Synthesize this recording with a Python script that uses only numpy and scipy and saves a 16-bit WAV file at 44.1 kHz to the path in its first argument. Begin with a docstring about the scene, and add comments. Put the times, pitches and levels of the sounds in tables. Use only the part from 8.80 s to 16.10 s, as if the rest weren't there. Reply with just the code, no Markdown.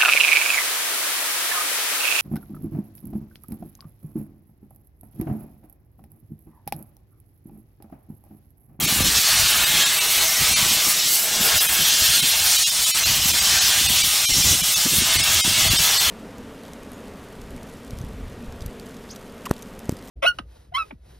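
"""Gas torch in a steel drum

A heating torch plays on rust and dirt in the mouth of a large steel drum, out of doors. The turbulent
jet hisses and fizzes, the flame roars, and the round wall reflects both a few milliseconds late.
Wind buffets the single microphone in low lumps; now and then the sound thins for an instant to a few
glassy tones."""
import sys
import numpy as np
from scipy import signal
from scipy.fft import rfft, irfft, next_fast_len
from scipy.io import wavfile
from scipy.ndimage import uniform_filter1d, map_coordinates

SR = 44100
rng = np.random.default_rng(int(sys.argv[2]) if len(sys.argv) > 2 else 0)


def persist_wave(psi):
    """Save psi, clipped to +-1, as 16-bit WAV."""
    counts = np.round(np.clip(psi, -1, 1) * 32767).astype(np.int16)
    wavfile.write(sys.argv[1], SR, np.atleast_2d(counts).T)


N = 321930
TIME = np.arange(N) / SR
FFT_SIZE = next_fast_len(N + 8192)
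FREQ = np.fft.rfftfreq(FFT_SIZE, 1 / SR)

# the jet swells and sags as the nozzle sweeps: (time [s], level [dB])
JET_LEVEL = [(0.0, -24.5), (0.1, -21), (0.22, -23.5), (0.28, -18.5), (0.34, -24), (0.36, -19), (0.98, -19),
             (1.02, -17), (1.16, -21), (1.42, -19), (1.48, -23), (1.68, -18.5), (2.36, -21), (2.46, -24),
             (2.56, -21.5), (2.66, -19.5), (2.79, -17.5), (2.86, -24), (2.93, -20.5), (3.27, -18),
             (3.64, -20), (3.66, -17.5), (3.88, -19), (3.92, -22.5), (4.0, -20), (4.25, -22), (4.29, -18),
             (4.63, -20.5), (4.65, -18), (5.29, -19.5), (5.77, -18.5), (5.81, -22), (5.98, -20),
             (6.04, -22), (6.49, -18.5), (7.3, -19.5)]


def torch(roar_gain, jet_gain):
    """Turbulent burning: one flicker modulates the amplitude of roar, hiss and fizz together."""
    flicker = amp(0.5 * wobble(22))
    return flicker * (roar_gain * flame_roar() + jet_gain * (jet_hiss() + jet_fizz()))


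def jet_hiss():
    """Jet turbulence radiates broadband noise, brighter or hollower as the nozzle turns."""
    # spectra of the two bands: (frequency [Hz], relative level [dB])
    upper_band = [(2530, -39), (4300, -0.5), (5860, 1), (7380, -3.5), (8000, -5.5), (10400, -56),
                  (17600, -120)]
    hollow_band = [(1290, -26), (2200, -4), (2340, -8.5), (2770, 0.5), (3390, 1.5), (4300, -2), (5590, -64),
                   (9460, -120)]
    # hollow band against upper band: (time [s], balance [dB])
    balance = [(0, 1), (.5, -3), (.8, 3.5), (.95, 1), (1.1, -1), (1.3, 2), (1.75, 0), (2.0, 0.5), (2.4, -4),
               (2.8, 1.5), (3.1, -0.5), (3.3, -1), (3.6, 0.5), (4.0, -3.5), (4.35, 2), (4.7, -0.5),
               (5.1, 0), (5.5, -2), (5.85, -1.5), (6.0, -3), (6.3, -0.5), (6.6, -0.5), (7.0, -1.5),
               (7.3, 3)]
    upper, hollow = rush(upper_band, patchy_db=1.5), rush(hollow_band, patchy_db=0.7)
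    jet = blend(upper, hollow, curves(balance)[0] - 1.5 * wobble(3.7))
    level_db = curves(JET_LEVEL)[0] + 0.12 * wobble(25) + 0.58 * wobble(9.9)
    return amp(level_db) * drum(jet)


def jet_fizz():
    """The highest jet noise partly follows the jet's level and brightens as it flares."""
    # spectra of the fizz and of the sizzle above it: (frequency [Hz], relative level [dB])
    fizz_band = [(4100, -24.5), (7000, -3.5), (8200, 2), (10200, -1.5), (12000, -59)]
    sizzle_band = [(8500, -44), (10200, -2), (12400, -0.5), (14500, -3.5), (15500, -3.5)]
    # sizzle against fizz: (time [s], balance [dB])
    brightness = [(0, 3), (1.9, 1.5), (2.8, 2.5), (3.6, 1), (4.0, -2.5), (4.3, 2.5), (6.3, -1), (7.3, 4.5)]
    # Gaussian swells: (time [s], half width [s], rise [dB])
    flares = [(.22, 0.064, 2.5), (.75, 0.28, 1), (1.443, 0.094, 3), (1.72, 0.06, 1.5), (1.933, 0.017, 5),
              (2.09, 0.055, 5.5), (2.357, 0.071, 7), (2.65, 0.045, 4.5), (2.868, 0.1, 6), (3.088, 0.028, 4),
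              (3.257, 0.025, 3.5), (3.427, 0.08, 1.5), (3.753, 0.12, 3), (4.11, 0.066, 4.5),
              (4.488, 0.053, 1.5), (5.105, 0.05, 2.5), (5.325, 0.059, 1.5), (5.71, 0.055, 1.5),
              (5.92, 0.16, 2), (6.16, 0.043, 4), (7.045, 0.033, 4)]
    flare_db = sum(db * np.exp(-((TIME - s) / width) ** 2) for s, width, db in flares)
    fizz = drum(rush(fizz_band, patchy_db=2.0))
    sizzle = amp(1.8 * wobble(45) + 0.26 * wobble(22)) * rush(sizzle_band, patchy_db=-0.5)
    spray = blend(fizz, sizzle, curves(brightness)[0] + 0.41 * flare_db)
    jet_db = curves(JET_LEVEL)[0]
    level_db = -22.5 + 0.39 * (jet_db - jet_db.mean()) + flare_db + 0.15 * wobble(8.9)
    return amp(level_db) * spray


def flame_roar():
    """Combustion noise excites the air in the drum; two shelving filters vary its low end."""
    # spectrum of the flame: (frequency [Hz], relative level [dB])
    roar_band = [(260, -17), (450, -10.5), (600, -19), (800, -4.5), (1300, -2), (2600, -2.5), (3380, -33),
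                 (5720, -120)]
    # strength of the flame: (time [s], level [dB], low shelf drive [dB])
    flame = [(0, -31.5, 2), (.2, -28, -1.3), (1.0, -27, -3), (1.12, -28.5, -5), (1.4, -27, 2),
             (1.52, -29.5, -1), (1.7, -26.5, -4.5), (2.0, -28.5, 1), (2.1, -31, -0.5), (2.44, -33, 3),
             (2.6, -31.5, 7), (2.73, -26.5, 3.5), (2.85, -29.5, 2), (3.2, -30.5, -1), (3.55, -32, 1),
             (3.7, -28, 0.7), (3.9, -35.5, -0.5), (4.2, -30, -1.8), (4.85, -28.5, 1), (5.3, -31.5, -3.5),
             (5.7, -32, 3), (6.0, -33.5, -0.5), (6.45, -27.5, 1), (6.75, -29.5, 2), (7.0, -29.5, 4),
             (7.3, -27, 0.5)]
    # swings of the deepest roar: (time [s], deep shelf drive [dB])
    depth = [(0, 1), (.7, -1), (1.2, 2.5), (1.7, -0.5), (2.3, 2.5), (2.9, 2), (3.4, -0.5), (3.9, -2.5),
             (4.4, -2), (5.0, -3), (5.5, -1), (6.0, -0.5), (6.6, -3), (7.3, 1)]
    # shelf shapes: (frequency [Hz], gain [dB])
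    low_shelf = [(850, -3.5), (1300, -51)]
    deep_shelf = [(590, 2.5), (640, -40)]
    level_db, low_db = curves(flame)
    roar = amp(level_db + wobble(12)) * drum(air_modes(rush(roar_band, patchy_db=1.5)))
    roar += (amp(low_db) - 1) * coloured(roar, low_shelf)
    return roar + (amp(curves(depth)[0]) - 1) * coloured(roar, deep_shelf)


def air_modes(x):
    """Cavity resonance: each mode interferes with the direct sound, leaving a hollow above its peak."""
    # modes of the air in the drum: (frequency [Hz], bandwidth [Hz], strength [dB])
    modes = [(517, 6.6, -10), (641.6, 20, 23), (749, 76, 7), (1040, 21, -4), (1170, 25, -2.5),
             (1267, 19, 5), (1680, 130, -3.5), (1838, 22, -5), (2157, 35, -1)]
    response = sum(amp(db) * width * (1j * FREQ + hz / 2) / (hz ** 2 - FREQ ** 2 + 1j * FREQ * width)
                   for hz, width, db in modes)
    return irfft(rfft(x, FFT_SIZE) * (amp(6) + response), FFT_SIZE)[:N]


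def drum(x):
    """Comb filtering: wall echoes add to the direct sound, their delays trembling with the flame."""
    # delays as the torch moves: (time [s], near rim [ms], side wall [ms], tube plate [ms], far wall [ms])
    paths = [(0, 3.4, 4.9, 6.76, 8.2), (1.2, 3.44, 6.17, 7.2, 11.2), (1.9, 1.98, 6.06, 8.2, 9.7),
             (2.6, 1.15, 5.5, 8.7, 13.3), (3.7, 1.27, 5.54, 7.2, 9.3), (4.1, 2.43, 5.35, 7.1, 9.15),
             (5.5, 2.68, 4.83, 8.4, 10.4), (6.1, 3.3, 5.9, 9.3, 11.2), (7.3, 2.9, 6.5, 7.1, 8.8)]
    # strength of each path: (gain [dB])
    path_db = [-11, -5.5, -5, -4]
    # colour of an echo from the rusty wall: (frequency [Hz], gain [dB])
    rust = [(500, -13), (2000, -1.5), (5000, 3), (12000, 2.5)]
    reflected = coloured(x, rust)
    delays_ms = [ms + 0.029 * wobble(2.884) for ms in curves(paths)]
    echoes = [map_coordinates(reflected, [np.arange(N) - ms * SR / 1000], order=1) for ms in delays_ms]
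    # later bounces blur into a short ring that changes colour as the flame wanders
    ring_time, rt60_s = np.arange(SR // 8) / SR, 0.2
    rings = rng.standard_normal((3, len(ring_time))) * amp(-60 * ring_time / rt60_s)
    tails = signal.fftconvolve(reflected[None], rings / np.linalg.norm(rings[0]), axes=1)[:, :N]
    weights = np.array([wobble(1.6) for _ in tails])
    tail = np.sum(tails * weights, axis=0) / np.linalg.norm(weights, axis=0)
    return unit(x + amp(path_db) @ np.array(echoes) + amp(-3) * tail)


def wind_buffets():
    """Eddies press on the microphone in lumps of rumble and flutter that rise fast and fall slower."""
    # (time [s], length [s], rumble level [dB], flutter against rumble [dB])
    buffets = [(0.03, 0.054, -38.5, 9), (0.2, 0.075, -28, -1), (0.25, 0.13, -32.5, -1),
               (0.505, .03, -56, 6), (0.616, 0.081, -33, -12), (0.813, .07, -37, -4),
               (0.956, 0.19, -41.5, 0), (1.398, 0.059, -39, -12), (1.62, 0.025, -29, -7),
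               (1.72, 0.023, -32, -4), (1.825, 0.14, -36.5, -0.5), (2.215, .2, -57, 16),
               (2.503, 0.065, -64, 7), (2.613, 0.053, -46, 10), (2.754, 0.028, -31.5, -5),
               (2.91, .06, -38, -13), (3.01, .06, -39.5, 4.5), (3.222, 0.028, -35, -5),
               (3.298, 0.027, -32, -18), (3.432, 0.04, -39.5, 3.5), (3.64, 0.15, -40.5, -19),
               (4.003, .12, -42.5, -14), (4.277, 0.062, -32, -6), (4.476, 0.25, -34.5, -4.5),
               (4.786, 0.1, -39, -4), (5.082, 0.13, -32, -6), (5.23, 0.044, -32.5, -4.5),
               (5.448, 0.016, -43, -4), (5.568, 0.075, -31.5, -1), (5.666, 0.099, -29.5, -5.5),
               (5.814, 0.034, -38, -6), (5.976, .03, -37, -8), (6.064, 0.02, -40, 8),
               (6.144, 0.027, -39, 11), (6.19, 0.075, -32, -1), (6.374, 0.023, -24.5, -11),
               (6.422, 0.015, -32.5, -17), (6.53, 0.054, -32.5, -11), (6.68, 0.17, -34.5, 1),
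               (6.873, 0.083, -28.5, -8), (7.005, 0.02, -30, -22), (7.13, .06, -44, -1),
               (7.3, 0.11, -33, -10)]
    # pressure spectra: (frequency [Hz], relative level [dB])
    rumble_band = [(12, -40), (20, -13.5), (75, 2.5), (180, -9.5), (230, -15), (400, -120)]
    flutter_band = [(82, -19), (140, 5), (413, -6), (482, -21), (520, -5.5), (680, -27), (1140, -120)]
    rise_db, fall_db = 12.5, 8  # per buffet length
    s, length, rumble_db, flutter_db = np.transpose(buffets)[..., None]
    t = TIME[::44]
    shape = amp(np.minimum(rise_db * (t - s), fall_db * (s - t)) / length)

    def envelope(peak_db, calm_db):
        power = np.sum((amp(peak_db) * shape) ** 2, axis=0) + amp(calm_db) ** 2
        return np.interp(TIME, t, np.sqrt(power))

    lumps = wobble(45)
    rumble = unit(amp(1.7 * lumps) * rush(rumble_band, patchy_db=0.5))
    flutter = unit(amp(3.5 * lumps + 2.2 * wobble(70)) * rush(flutter_band, patchy_db=1.0))
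    return (envelope(rumble_db, calm_db=-58.5) * rumble
            + envelope(rumble_db + flutter_db, calm_db=-50) * flutter)


def wind_puffs():
    """Each sharp puff is a wave packet: a cycle or two of low pressure swing in random phase."""
    # (time [s], envelope peak [dB], frequency [Hz])
    puffs = [(0.044, -21, 140), (0.127, -17, 178), (.163, -21, 220), (0.205, -16, 520), (.208, -14, 190),
             (0.285, -24, 199), (0.6, -24, 80), (0.954, -26, 170), (1.629, -29, 200), (1.828, -22, 130),
             (4.459, -19, 180), (5.106, -19, 190), (5.525, -26, 45), (5.57, -22, 170), (5.585, -22, 200),
             (5.606, -20, 150), (5.651, -24, 200), (5.666, -21, 90), (5.712, -20, 100), (5.726, -24, 130),
             (5.753, -23, 240), (5.823, -24, 149), (5.832, -27, 150), (6.137, -21, 340), (6.186, -16, 150),
             (6.221, -25, 180), (6.358, -23, 280), (6.403, -26, 250), (6.651, -20.5, 200),
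             (6.679, -18, 250), (6.781, -27, 130), (6.914, -18, 70), (6.936, -15.5, 218), (7.005, -24, 120)]
    reach, half_width_cycles = SR // 40, 0.48
    pressure, t = np.zeros(N + SR), np.arange(-reach, reach) / SR
    for s, db, hz in puffs:
        envelope = amp(db) * np.exp(-(t * hz / half_width_cycles) ** 2)
        start = round(s * SR) - reach
        pressure[start:start + len(t)] += envelope * np.cos(2 * np.pi * (hz * t + rng.random()))
    return pressure[:N]


def glassy_dips(count=20):
    """Brief crossfades from noise to sine tones; returns the wind, roar and jet gains, and the tones."""
    # (time [s], half length [ms], wind gain [dB], roar gain [dB], jet gain [dB], base tone level [dB])
    dips = [(.066, 5.5, 2, -16, -10, -28.5), (.236, 4.1, -1, -3, -22, -27),
            (0.856, 5.4, -14, -6, -27, -24.5), (1.049, 5, -10, -1, -14, -24.5),
            (1.198, 2.6, -20, -9, -30, -26), (1.751, 8.7, -10, -12, -24, -24.5),
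            (2.796, 6.4, -10, -18, -20, -24), (2.881, 5.9, -18, -20, -9, -26.5),
            (3.416, 3.8, -20, -24, -19, -24), (3.776, 4, -22, -22, -13, -25),
            (3.852, 11.4, -25, -27, -39, -24), (3.907, 2, -12, -24, -31, -25),
            (4.055, 4, -22, -29, -10, -24.5), (4.13, 14, -29, -26, -32, -28),
            (4.247, 4.9, -12, -17, -20, -25), (4.526, 7.3, -2, -23, -9, -27),
            (4.607, 4.5, -8, -8, -22, -23.5), (4.801, 4.1, -4, -5, -18, -25),
            (5.079, 4.2, -6, -12, -22, -23), (5.228, 3.3, -24, -24, -20, -25),
            (5.472, 13.8, -42, -42, -32, -24.5), (5.527, 3.2, -6, -19, -5, -27),
            (5.634, 3.8, -17, -26, -7, -24), (5.824, 4.5, -6, -28, -23, -27),
            (5.953, 4.1, -19, -21, -22, -23.5), (6.38, 4.5, -6, -7, -21, -25.5),
            (6.424, 5, -1, -5, -24, -24.5), (6.627, 13, -39, -36, -29, -25.5),
            (6.894, 5.5, 4, -6, -30, -25.5), (6.979, 4.6, -14, -15, -27, -22.5),
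            (7.191, 6.9, -9, -9, -26, -24.5)]
    # distribution of the tones: (frequency [Hz], share of tones below [0-1])
    spread = [(1900, 0), (2700, .07), (4400, .38), (6800, .68), (9000, .84), (14500, 0.99)]
    hz, share = np.transpose(spread)
    reach, edge_ms, tilt_db_per_octave = SR // 25, 17.4, -1.5
    gains, tones, t = np.ones((3, N + SR)), np.zeros(N + SR), np.arange(-reach, reach) / SR
    for s, half_ms, *depth_db, tone_db in dips:
        offset, phase, size, chance = rng.random((4, count, 1))
        span = slice(round(s * SR) - reach, round(s * SR) + reach)
        outside = np.sin(np.pi / 2 * np.clip((abs(t) * 1000 - half_ms) / edge_ms + 0.16, 0, 1))
        gains[:, span] *= outside + (1 - outside) * amp(depth_db)[:, None]
        rank = abs(np.arange(count)[:, None] + 4 * offset - 1.5) / (count + 1.5)
        pitch = np.interp(rank * share[-1], share, hz)
        tilt_db = tilt_db_per_octave * np.log2(np.maximum(pitch / 4000, 1))
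        kept = min(1, 0.3 + half_ms / 18)  # short gaps hold fewer, stronger tones
        strength = (chance < kept) / np.sqrt(kept) * amp(tone_db + tilt_db + 11.6 * (size - 1))
        chord = np.sum(strength * np.sin(2 * np.pi * (pitch * t + phase)), axis=0)
        tones[span] += np.sqrt(1 - outside ** 2) * chord
    return *gains[:, :N], tones[:N]


def rush(spectrum, patchy_db):
    """Turbulence as shaped noise of rms 1, with patches of random gain in time and frequency."""
    cells = signal.stft(rng.standard_normal(N), nperseg=512)[2]
    patches = uniform_filter1d(rng.standard_normal(cells.shape), size=6, axis=0)
    patches = uniform_filter1d(patches, size=8, axis=1)
    noise = signal.istft(cells * amp(patchy_db * unit(patches)), nperseg=512)[1][:N]
    return unit(coloured(noise, spectrum))


def coloured(x, spectrum):
    """Zero-phase filtering through (frequency [Hz], gain [dB]) points joined on a log axis."""
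    hz, db = np.transpose(spectrum)
    gain = amp(np.interp(np.log(FREQ + 1), np.log(hz + 1), db))
    return irfft(rfft(x, FFT_SIZE) * gain, FFT_SIZE)[:N]


def blend(a, b, b_db):
    """Constant-power mix of two independent noises."""
    return (a + amp(b_db) * b) / np.sqrt(1 + amp(2 * b_db))


def wobble(rate):
    """Smooth random modulation, with rate knots a second."""
    knots = rng.standard_normal(int(N * rate / SR) + 4)
    return map_coordinates(knots, [TIME * rate])


def curves(rows):
    """Linear interpolation, to every sample, of each column after the time."""
    times, *columns = np.transpose(rows)
    return [np.interp(TIME, times, column) for column in columns]


def amp(db):
    """Decibels to amplitude ratio."""
    return 10 ** (np.asarray(db) / 20)


def unit(x):
    """Normalisation to rms 1."""
    return x / np.sqrt(np.mean(x ** 2) + 1e-20)


def scene():
    """Torch and wind in mono, thinning now and then to brief glassy tones; both channels alike."""
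    wind_gain, roar_gain, jet_gain, tones = glassy_dips()
    mono = torch(roar_gain, jet_gain) + tones + wind_gain * wind_buffets() + wind_puffs()
    return np.tile(mono, (2, 1))


def record(dry):
    """Band limiting by an ideal low-pass filter."""
    cutoff_hz = 15780
    return irfft(rfft(dry, FFT_SIZE) * (FREQ < cutoff_hz), FFT_SIZE)[:, :N]


dry = scene()
out = record(dry)
persist_wave(out)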